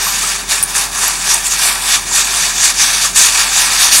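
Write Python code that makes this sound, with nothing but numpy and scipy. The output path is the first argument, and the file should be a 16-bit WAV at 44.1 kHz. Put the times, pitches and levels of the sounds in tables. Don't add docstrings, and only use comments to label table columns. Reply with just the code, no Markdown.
import sys
import numpy as np
from scipy import signal
from scipy.fft import rfft, irfft
from scipy.io import wavfile

SR = 44100
rng = np.random.default_rng(int(sys.argv[2]) if len(sys.argv) > 2 else 0)


def generate_wav(signal):
    frames = np.transpose(np.atleast_2d(signal))
    scaled = np.clip(frames, -1, 1) * 32767
    pcm = np.round(scaled).astype(np.int16)
    wavfile.write(sys.argv[1], SR, pcm)


N = 176400


def from_db(db):
    return 10 ** (np.asarray(db) / 20)


def unit_rms(x):
    return x / np.sqrt(np.mean(x ** 2) + 1e-20)


def in_time(rows):
    return np.interp(np.arange(N) / SR, *np.transpose(rows))


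def at_hz(rows, hz):
    points_hz, values = np.transpose(rows)
    return np.interp(np.log(hz), np.log(points_hz), values)


def bin_hz():
    return np.maximum(np.arange(N // 2 + 1) * SR / N, 1)


def shaped_noise(spectrum):
    return unit_rms(irfft(rfft(rng.standard_normal(N)) * from_db(at_hz(spectrum, bin_hz())), N))


def drift(rate_hz):
    hop, settle = 40, 2000
    pole = np.exp(-2 * np.pi * rate_hz * hop / SR)
    white = rng.standard_normal(N // hop + settle + 2)
    slow = signal.lfilter([1], [1, -2 * pole, pole * pole], white)[settle:]
    return np.interp(np.arange(N) / hop, np.arange(len(slow)), unit_rms(slow))


def resonate(x, hz, width_hz):
    r = np.exp(-np.pi * width_hz / SR)
    feedback = [1, -(1 + r * r) * np.cos(2 * np.pi * hz / SR), r * r]
    return signal.lfilter(np.array([1, 0, -1]) * (1 - r * r) / 2, feedback, x + 1e-18)


def band_noise(samples, hz, width_hz):
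    once = resonate(rng.standard_normal(samples), hz, width_hz)
    return unit_rms(resonate(once, hz, width_hz))


def phase_wander(samples, width_hz):
    return np.cumsum(rng.standard_normal(samples)) * np.sqrt(2 * np.pi * width_hz / SR)


def delayed(x, lag_s):
    n = np.arange(N)
    return np.interp(n - SR * lag_s, n, x)


# time in seconds, flow level in dB.
GAS_FLOW = [(0.0, -16.5), (0.2, -17.5), (0.31, -16), (0.47, -28.5), (0.51, -12.5), (0.63, -21.5),
            (0.65, -27), (0.71, -21), (0.73, -26), (0.76, -13.5), (0.85, -17.5), (0.88, -27.5), (0.92, -26),
            (0.95, -21), (1.05, -14.5), (1.19, -23.5), (1.32, -11.5), (1.38, -19.5), (1.43, -22),
            (1.47, -15.5), (1.49, -21.5), (1.53, -14), (1.57, -18), (1.65, -10.5), (1.8, -21), (1.89, -14),
            (1.95, -10), (1.99, -22.5), (2.05, -25.5), (2.09, -19.5), (2.1, -24), (2.15, -12.5),
            (2.21, -12.5), (2.24, -18), (2.45, -12.5), (2.54, -21), (2.62, -12), (2.65, -6), (2.67, -13),
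            (2.7, -11.5), (2.73, -21), (2.75, -20), (2.82, -8.5), (2.9, -13), (2.99, -13.5), (3.05, -11),
            (3.12, -25.5), (3.152, -20.5), (3.16, -8), (3.24, -8), (3.32, -15), (3.4, -8.5), (3.48, -17.5),
            (3.58, -10.5), (3.66, -12.5), (3.78, -11.5), (3.82, -6), (3.9, -13), (3.94, -4.5), (4.0, -11)]


def gas_flow():
    mean_db, flutter_db = -14, 0.98
    return in_time(GAS_FLOW) - mean_db + flutter_db * drift(rate_hz=82)


# frequency in Hz, relative density in dB.
HISS_SPECTRUM = [(250,-24),(520,-16.5),(740,-6),(1000,-3),(1700,-2),(2700,-3.5),(4500,-2.5),(6500,0),(8500,-1.1),(10500,-4),(12000,-12),(14000,-16.5),(15500,-27)]
# frequency in Hz, share of the flow's dB swing.
FLOW_COUPLING = [(400,0.33),(900,0.71),(1800,0.82),(4500,1)]
# time in seconds, gain in dB.
RUSH_GAIN = [(0,-0.5),(.55,0),(1.05,1.5),(1.5,-2),(1.75,0.5),(2.6,-2),(3.05,-1.5),(3.19,-3.5),(3.38,1),(3.58,-1.5),(3.7,1.5),(3.83,-4.5),(4,-2.5)]
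# time in seconds, gain in dB.
TREBLE_GAIN = [(0,-2.5),(.24,0),(.35,-2.5),(.78,2),(1.03,0.5),(1.5,1),(2.15,-0.5),(2.45,-3),(2.84,-3.5),(3.19,0),(3.5,-3),(3.62,2),(3.7,-4),(3.82,-0.5),(3.89,-3),(3.97,3)]


def gas_hiss(flow_db, bands=22):
    level_db, flicker_db, swirl_db = -13, 0.98, 1.3
    rush_lag_s, swirl_from_hz = 0.0055, 5500
    rush_fade_hz, treble_fade_hz = [1290, 3200], [6000, 10300]
    rush_db, treble_db = in_time(RUSH_GAIN), in_time(TREBLE_GAIN)
    spectrum = rfft(shaped_noise(HISS_SPECTRUM))
    centres_hz = np.linspace(np.sqrt(250), np.sqrt(15500), bands) ** 2
    out = np.zeros(N)
    for hz, weights in zip(centres_hz, np.eye(bands)):
        band = irfft(spectrum * np.interp(bin_hz(), centres_hz, weights), N)
        rush_share = np.interp(hz, rush_fade_hz, [1, 0])
        treble_share = np.interp(hz, treble_fade_hz, [0, 1])
        gain_db = at_hz(FLOW_COUPLING, hz) * delayed(flow_db, rush_share * rush_lag_s)
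        gain_db += rush_share * rush_db + treble_share * treble_db
        gain_db += swirl_db * (hz > swirl_from_hz) * drift(rate_hz=7)
        gain_db += flicker_db * drift(rate_hz=33)
        out += band * from_db(gain_db)
    return from_db(level_db) * out


def sparks(flow_db, bands=12):
    level_db, spread_db, flow_share = -29, 5.2, 0.55
    rate_per_s = 550 * from_db(flow_db / 2)
    sizes = from_db(spread_db * np.minimum(rng.exponential(1, N), 4))
    signs = rng.choice([-1, 1], N)
    clicks = sizes * signs * (rng.random(N) < rate_per_s / SR)
    band_of_click = rng.integers(0, bands, N)
    snaps = sum(resonate(clicks * (band_of_click == k), hz, width_hz=hz / 2) / np.sqrt(hz)
                for k, hz in enumerate(np.geomspace(1100, 9500, bands)))
    softened = signal.sosfilt(signal.butter(3, 10500, fs=SR, output="sos"), snaps)
    return unit_rms(softened) * from_db(level_db + flow_share * flow_db)


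# frequency in Hz, rms level in dB.
MOTOR_HUM = [(45,-36.5),(162,-52.5),(184,-50),(270,-52),(400.5,-52.5)]


def camcorder_tones(whine_hz=15734, whine_db=-49):
    t = np.arange(N) / SR
    return sum(np.sqrt(2) * from_db(db) * np.sin(2 * np.pi * (hz * t + rng.random()))
               for hz, db in MOTOR_HUM + [(whine_hz, whine_db)])


# frequency in Hz, relative density in dB.
FLOOR_SPECTRUM = [(20,-10),(55,-1.5),(110,3),(200,3),(330,-2.5),(400,5),(480,-12.5),(1000,-13),(4000,-12.5),(15000,-24)]


def noise_floor(level_db=-38):
    return from_db(level_db) * shaped_noise(FLOOR_SPECTRUM)


# centre in Hz, nominal width in Hz, gain in dB.
RAIL_BANDS = [(1470,110,-5.5),(1716,360,3.5),(2040,130,-8.5),(2399,359,3),(3120,300,-4),(3588,240,3.5),(4194,287,-4),(4430,55,7.5),(4672,257,2.5),(4919,59,-5.5),(5580,66,-4.5),(5848,110,5.5),(6620,204,2.2)]
# delay in seconds, linear gain.
NEAR_ECHOES = [(.0029,-.045),(.005154,.09),(.005936,.06),(.00992,.07),(.010172,.06)]


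def rail_colour(x):
    for hz, width_hz, gain_db in RAIL_BANDS:
        gain = from_db(gain_db)
        x = x + (gain - 1) * resonate(x, hz, width_hz / np.sqrt(gain))
    return x + sum(gain * delayed(x, lag_s) for lag_s, gain in NEAR_ECHOES)


def scatter(x):
    level_db, onset_s, t60_s, cutoff_hz = -13, 0.008, 0.062, 14000
    t = np.arange(SR // 5) / SR
    echoes = rng.standard_normal(len(t)) * from_db(-60 * t / t60_s) * (t > onset_s)
    dulled = signal.sosfilt(signal.butter(1, cutoff_hz, fs=SR, output="sos"), x)
    return from_db(level_db) * signal.fftconvolve(dulled, echoes / np.linalg.norm(echoes))[:N]


# start in seconds, peak level in dB, starting pitch in Hz.
BUBBLE_GULPS = [(.066,-13,1153),(.236,-15,1240),(1.35,-17.5,870),(1.371,-19.5,966),(2.113,-19,970),(3.05,-15,1180)]


def bubble_gulps(rise_s=0.0029, glide_hz_per_s=4700):
    out, t = np.zeros(N), np.arange(SR // 10) / SR
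    envelope = t / rise_s * np.exp(1 - t / rise_s)
    for start_s, db, hz in BUBBLE_GULPS:
        phase = 2 * np.pi * (hz + glide_hz_per_s * t / 2) * t + phase_wander(len(t), width_hz=38)
        start = int(start_s * SR)
        out[start:start + len(t)] += from_db(db) * envelope * np.sin(phase)
    return out


# peak time in seconds, level in dB, centre in Hz, Gaussian sigma in seconds.
VENT_SPURTS = [(0.073,-24,12600,.04),(1.04,-19.5,7140,0.058),(1.317,-15,6240,0.028),(1.464,-16,7700,0.016),(1.52,-16,6700,.02),(1.666,-14.5,8100,0.019),(1.92,-18.5,3400,0.036),(2.172,-15.5,7300,0.048),(2.617,-15,6400,0.03),(2.813,-12.5,6000,0.019),(3.209,-10.5,6640,0.034),(3.574,-12,7100,0.013)]


def vent_spurts():
    out, t = np.zeros(N), np.arange(N) / SR
    for peak_s, db, hz, sigma_s in VENT_SPURTS:
        swell = np.exp(-((t - peak_s) / sigma_s) ** 2 / 2)
        out += from_db(db) * swell * band_noise(N, hz, width_hz=1900)
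    return out


# start in seconds, level in dB, pitch in Hz, hold in seconds.
POCKET_POPS = [(0.6273,-5,11860,.0014),(0.6276,-1,9400,0.0021),(.633,-6.5,9480,0.0049),(0.6366,-2,9570,.0014),(0.659,-16,9500,0.0024),(1.0803,-5,11600,0.0011),(1.342,-5,11000,.001),(1.3435,-2,8400,0.0019)]


def pocket_pops(attack_s=0.0001, release_s=0.00098, crack_db=-24):
    out, t = np.zeros(N), np.arange(SR // 20) / SR
    for start_s, db, hz, hold_s in POCKET_POPS:
        squeak = np.sin(2 * np.pi * hz * t + phase_wander(len(t), width_hz=150))
        crack = from_db(crack_db) * band_noise(len(t), hz, width_hz=3500)
        envelope = np.minimum(t / attack_s, 1) * np.exp(-np.maximum(t - hold_s, 0) / release_s)
        start = int(start_s * SR)
        out[start:start + len(t)] += from_db(db) * envelope * (squeak + crack)
    return out


# start in seconds, length in seconds, first centre in Hz, last centre in Hz.
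LEAN_NOTCHES = [(1.55,0.35,6940,6100),(2.827,0.19,7100,6960),(3.294,.21,11300,5600),(3.51,0.22,10100,5400),(3.706,0.27,6800,8200)]


def flame_lean(x, depth_db=-10.5, width_hz=1200):
    t = np.arange(N) / SR
    lowpass = signal.butter(1, width_hz / 2, fs=SR, output="sos")
    for start_s, length_s, from_hz, to_hz in LEAN_NOTCHES:
        progress = np.clip((t - start_s) / length_s, 0, 1)
        centre_hz = from_hz + (to_hz - from_hz) * progress
        carrier = np.exp(2j * np.pi * np.cumsum(centre_hz) / SR)
        band = 2 * np.real(signal.sosfilt(lowpass, x / carrier) * carrier)
        opening = 2 * np.sqrt(progress * (1 - progress))
        x = x - (1 - from_db(depth_db)) * opening * band
    return x


def scene():
    flow_db = gas_flow()
    flame = flame_lean(gas_hiss(flow_db) + sparks(flow_db))
    fire = rail_colour(flame + vent_spurts()) + pocket_pops() + bubble_gulps()
    return np.tile(fire + scatter(fire) + camcorder_tones() + noise_floor(), (2, 1))


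def record(dry):
    ceiling, knee, cutoff_hz = 0.96, 7.5, 15770
    flattened = dry / (1 + np.abs(dry / ceiling) ** knee) ** (1 / knee)
    return signal.sosfilt(signal.ellip(12, 0.1, 80, cutoff_hz, fs=SR, output="sos"), flattened)


dry = scene()
out = record(dry)
generate_wav(out)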